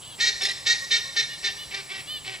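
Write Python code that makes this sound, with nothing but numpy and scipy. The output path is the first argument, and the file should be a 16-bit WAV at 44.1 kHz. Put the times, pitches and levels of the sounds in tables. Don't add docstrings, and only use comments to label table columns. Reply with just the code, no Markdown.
import sys
import numpy as np
from scipy import signal
from scipy.fft import rfft, irfft
from scipy.io import wavfile
from scipy.ndimage import map_coordinates

SR = 44100
rng = np.random.default_rng(int(sys.argv[2]) if len(sys.argv) > 2 else 0)


def natural_amplitude(level_db):
    exponent = np.asarray(level_db, float) / 20
    return 10 ** exponent


def put_to_file(sound):
    columns = np.atleast_2d(sound).T
    safe = np.clip(columns, -1, 1)
    whole_steps = np.round(safe * 32767)
    wavfile.write(sys.argv[1], SR, whole_steps.astype(np.int16))


N = 105840

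# t/s, length/s, level/dB, top f/Hz, roughness/0-1
HONKS = [
    (.175, 0.15, -37, 430, 0.5),
    (.398, .135, -32.5, 400.8, .7),
    (.645, 0.13, -36, 425.4, 0.51),
    (.89, 0.13, -36, 424.8, 0.54),
    (1.14, .12, -37.5, 424.4, 0.54),
    (1.42, 0.1, -34.5, 397.7, .4),
    (1.7, .125, -35.5, 394.1, 0.42),
    (1.885, 0.14, -37, 387, 0.33),
    (2.235, .14, -37.5, 386, 0.31),
]
# t/s, length/s, level/dB, top f/Hz, roughness/0-1
WHISTLES = [
    (.197, 0.1, -21.5, 1896, 0.37),
    (0.412, 0.056, -28.5, 1796, 1.2),
    (0.488, 0.0182, -36, 1876, .95),
    (0.659, .072, -19.5, 1876, 0.35),
    (0.906, 0.0634, -19, 1849, 0.17),
    (1.161, 0.051, -20, 1825, 0.07),
    (1.437, 0.042, -24, 1816, 0.2),
    (.741, 0.0078, -39, 1852, 0.6),
    (1.218, 0.017, -32.5, 1834, 0.3),
    (1.737, 0.011, -27.5, 1811, 0.3),
]
# centre t/s, length/s, f/Hz, level/dB
CATCHES = [(.421, .016, 3600, -28), (.423, .009, 5300, -30), (.439, .017, 5350, -26),
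           (.437, .012, 4200, -31), (.455, .011, 1950, -29), (.463, .015, 5150, -29),
           (.47, .008, 3550, -25), (.497, .015, 4000, -27), (.493, .01, 1950, -31), (.512, .009, 1950, -28),
           (.517, .011, 4200, -32), (.45, .05, 410, -47)]
# t/s, length/s, level/dB, top f/Hz, roughness/0-1
OPENING = [
    (.005, .165, -45, 586, 0.23),
]
# t/s, length/s, level/dB, top f/Hz, roughness/0-1
GASPS = [
    (1.27, .115, -40.5, 582, 0.01),
    (1.555, 0.12, -38, 593, 0.06),
    (2.055, 0.15, -33.5, 604, 0.02),
]
# t/s, length/s, level/dB, top f/Hz, roughness/0-1
HUMS = [
    (.32, .08, -58, 557, .1),
    (.55, 0.12, -54, 558, 0),
    (.79, 0.089, -47.5, 552.6, 0.02),
    (1.02, 0.13, -51, 545, 0.2),
]
# level/dB of the sidebands -1, 0, +1, +2, +3 times the fold rate
PARTIALS = [
    (-20, 0.5, -6.5, -13, -12),
    (-42, 1, -1, -10.5, -11.5),
    (-16, -8, -10.5, -15, -22),
    (-40, -42, -20.5, -29, -30.5),
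]
# f/Hz, level/dB
HONK_THROAT = [(220, -57), (390, -2.5), (800, -5.5), (1450, -7.5), (2100, 5.5), (3300, 0), (5300, -4.5),
               (9500, -48)]
GASP_THROAT = [(600, -17.5), (1800, -6.5), (2400, -11), (3000, 8), (4800, -6), (5500, -40), (12600, -33),
               (14000, -16)]
HUM_THROAT = [(300, -20), (550, 1.5), (1100, 6), (1600, -31)]
RASP_THROAT = [(1100, -40), (1900, -56), (2900, -10), (4100, 2.5), (5800, -6.5), (7600, -11), (11500, -40),
               (14000, -29.5)]
# f/Hz, level/dB
YARD_COLOUR = [(300, -7.5), (1800, -3.5), (3700, -5.5), (5700, 0), (8000, -5), (12000, -30)]
# f/Hz, level/dB
FLOOR = [(25, -15), (60, -4), (250, -6.5), (1000, -6), (1600, -15), (3000, -13), (6000, -13.5),
         (15500, -29.5)]
# f/Hz, width/Hz, level/dB, flicker/dB
BANDS = [
    (7800, 420, -50, 1.5),
    (10185, 340, -55, 1.6),
    (14200, 1000, -68, 4),
    (127, 28.5, -56.5, 1),
    (56, 7.7, -71, 5),
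]
# f/Hz, likeness/0-1
LIKE = [(60, 1), (200, 1), (500, 0.82), (1500, .8), (4000, .85), (11000, 0.91)]
# f/Hz, phase/rad
PORT_LEAD = [(40, -0.019), (150, -0.89), (400, -1.51), (1600, -1.46), (4200, -0.69), (9000, -0.31),
             (12000, -0.2)]

HONK_EDGE_S, GASP_EDGE_S, OPENING_EDGE_S = 0.023, 0.049, 0.028
HONK_SAG, GASP_SAG, HUM_SAG, OPENING_SAG = .16, .15, 0.053, 0.73
SAG_POWER, PEAK_AT = 2.6, .5
FALL_SHARE = .6
HOARSE = .55
AIR_SHARE = .55
JITTER, DRIFT, SHIMMER_DB = .024, .014, 5
ATTACK_S, RELEASE_S, FADE_DB = 0.012, .008, -0.5
ONSET_HZ, RISE_S = 1826.5, .03
WOBBLE_DB, THROB_DB = 2.2, 2.5
SIDEBANDS = range(-1, 4)
SNAP_DB, SNAP_HZ, SNAP_WIDTH_HZ, SNAP_S = -37.5, 7900, 2500, 0.0019
YARD_DB, YARD_T60_S, YARD_GAP_S, YARD_LIKE = -10.5, 1, 0.0069, 0.95
NEAR_DB, NEAR_T60_S = 13.5, 0.05
STIR_S = .00017
FLOOR_DB = -48.5
PAN_DB = -0.8


def read(table, hz):
    a = np.array(table, float)
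    return np.interp(np.log(np.maximum(hz, 1)), np.log(a[:, 0]), a[:, 1])


def unit(x):
    return x / np.sqrt(np.mean(x ** 2) + 1e-20)


def shape(x, gain):
    n = x.shape[-1]
    return irfft(rfft(x) * gain(np.fft.rfftfreq(n, 1 / SR)), n)


def walk(rate):
    return unit(shape(rng.standard_normal(N), lambda f: 1 / (1 + (f / rate) ** 4)))


def alpaca(t):
    hz, gain, rough = breath(HONKS, HONK_SAG, HONK_EDGE_S, t, FALL_SHARE)
    honk, fold = buzz(hz, gain, np.maximum(rough, HOARSE), HONK_THROAT, count=19)
    opening = breath(OPENING, OPENING_SAG, OPENING_EDGE_S, t, FALL_SHARE)
    first, _ = buzz(*opening, GASP_THROAT, count=11)
    gasp, _ = buzz(*breath(GASPS, GASP_SAG, GASP_EDGE_S, t), GASP_THROAT, count=24)
    hum, _ = buzz(*breath(HUMS, HUM_SAG, GASP_EDGE_S, t), HUM_THROAT, count=3)
    return honk + whistle(fold, t) + catches(t) + first + gasp + hum


def breath(rows, sag, edge_s, t, fall=1):
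    hz, gain, rough = np.full(N, 400.), np.zeros(N), np.zeros(N)
    for s, length, db, top, r in rows:
        on = (t >= s) & (t < s + length)
        u = t[on] - s
        side = np.where(u > PEAK_AT * length, fall, 1)
        arch = np.abs(2 * (u / length - PEAK_AT)) ** SAG_POWER
        hz[on] = top * (1 - sag * side * arch)
        edge = np.clip(np.minimum(u, length - u) / edge_s, 0, 1)
        gain[on] = natural_amplitude(db) * np.sin(np.pi / 2 * edge) ** 2
        rough[on] = np.clip(r, 0, 1)
    return hz, gain, rough


def buzz(hz, gain, rough, throat, count):
    hz = hz * (1 + JITTER * (0.088 + rough) * walk(113.3) + DRIFT * rough * walk(27.7))
    phase = 2 * np.pi * np.cumsum(hz) / SR
    flicker = SHIMMER_DB * walk(40)
    tone, power = np.zeros(N), np.zeros(N)
    for k in range(1, count + 1):
        size = natural_amplitude(read(throat, k * hz))
        own_flicker = natural_amplitude(rough * np.roll(flicker, rng.integers(N)))
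        tone += size * own_flicker * np.cos(k * phase - 0.0603 * (k - 1) ** 2)
        power += size ** 2 / 2
    tone = tone / np.sqrt(power) * natural_amplitude(SHIMMER_DB * rough * walk(154))
    return voice(tone, phase, throat, gain, rough), phase


def voice(tone, phase, throat, gain, rough):
    puff = np.exp(0.76 * np.cos(phase)) * rng.standard_normal(N)
    air = unit(shape(puff, lambda f: natural_amplitude(read(throat, f))))
    return gain * (np.sqrt(1 - AIR_SHARE * rough) * tone + np.sqrt(AIR_SHARE * rough) * air)


def whistle(fold, t):
    hz, gain, rough = np.full(N, 1. * ONSET_HZ), np.zeros(N), np.zeros(N)
    for s, length, db, top, r in WHISTLES:
        on = (t >= s) & (t < s + length + 4 * RELEASE_S)
        u = t[on] - s
        start = min(ONSET_HZ, top - 10)
        hz[on] = top + (start - top) / (1 + (u / RISE_S) ** 4)
        attack = np.minimum(u / ATTACK_S, 1)
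        release = np.exp(-np.maximum(u - length, 0) / RELEASE_S)
        gain[on] = natural_amplitude(db + FADE_DB * np.minimum(u / length, 1)) * attack * release
        rough[on] = np.clip(r, 0, 1)
    phase = 2 * np.pi * np.cumsum(hz * (1 + 0.0088 * rough * walk(100))) / SR
    wobble = natural_amplitude(WOBBLE_DB * walk(49))
    tone = np.zeros(N)
    for m, row in enumerate(PARTIALS, 1):
        for k, db in zip(SIDEBANDS, row):
            own_wobble = np.roll(wobble, rng.integers(N))
            tone += natural_amplitude(db) * own_wobble * np.cos(m * phase + k * fold + 2 * np.pi * rng.random())
    tone = tone / np.sqrt(np.sum(natural_amplitude(np.array(PARTIALS)) ** 2) / 2)
    return voice(tone, fold, RASP_THROAT, gain * natural_amplitude(THROB_DB * rough * walk(68)), rough)


def catches(t):
    rings, snaps = np.zeros(N), np.zeros(N)
    waver = np.cumsum(1 + 0.024 * walk(100)) / SR
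    for s, length, hz, db in CATCHES:
        bell = np.exp(-(2 * (t - s) / length) ** 2)
        rings += natural_amplitude(db + 3) * bell * np.sin(2 * np.pi * hz * waver)
        snaps += np.exp(-np.abs(t - s) / SNAP_S)
    air = unit(shape(rng.standard_normal(N), lambda f: 1 / (1 + ((f - SNAP_HZ) / SNAP_WIDTH_HZ) ** 4)))
    return rings + natural_amplitude(SNAP_DB) * snaps * air


def pair(like):
    mid = shape(rng.standard_normal(N), lambda f: np.sqrt((1 + like(f)) / 2))
    side = shape(rng.standard_normal(N), lambda f: np.sqrt((1 - like(f)) / 2))
    return np.array([mid + side, mid - side])


def yard(x, t):
    decay = natural_amplitude(-60 * t / YARD_T60_S) + natural_amplitude(NEAR_DB - 60 * t / NEAR_T60_S)
    tail = pair(lambda f: YARD_LIKE + 0 * f) * natural_amplitude(2 * walk(60)) * decay
    gap = np.clip(t / YARD_GAP_S - .5, 0, 1)
    tail = shape(tail * gap, lambda f: natural_amplitude(read(YARD_COLOUR, f)))
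    tail = tail / np.sqrt(np.sum(tail ** 2) / 2)
    stirred = map_coordinates(x, [(t + STIR_S * walk(30.04)) * SR], mode="nearest")
    return natural_amplitude(YARD_DB) * signal.fftconvolve(tail, stirred[None], axes=1)[:, :N]


def field():
    like = lambda f: np.clip(read(LIKE, f), 0, 1)
    hush = unit(shape(pair(like), lambda f: natural_amplitude(read(FLOOR, f))))
    out = natural_amplitude(FLOOR_DB + 0.4 * walk(0.67)) * hush
    for hz, width, db, flicker_db in BANDS:
        band = shape(pair(like), lambda f: 1 / (1 + ((f - hz) / width) ** 2) ** 1.02)
        out = out + natural_amplitude(db + flicker_db * walk(22)) * unit(band)
    return out


def scene():
    t = np.arange(N) / SR
    call = alpaca(t)
    pan = natural_amplitude(np.array([[PAN_DB], [-PAN_DB]]) / 2)
    return (call + yard(call, t)) * pan + field()


def low_pass(x):
    return signal.sosfilt(signal.butter(12, 15750, fs=SR, output="sos"), x)


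def record(dry):
    left = shape(dry[0], lambda f: np.exp(.5j * read(PORT_LEAD, f)))
    right = shape(dry[1], lambda f: np.exp(-.5j * read(PORT_LEAD, f)))
    return low_pass(np.array([left, right]))


dry = scene()
out = record(dry)
put_to_file(out)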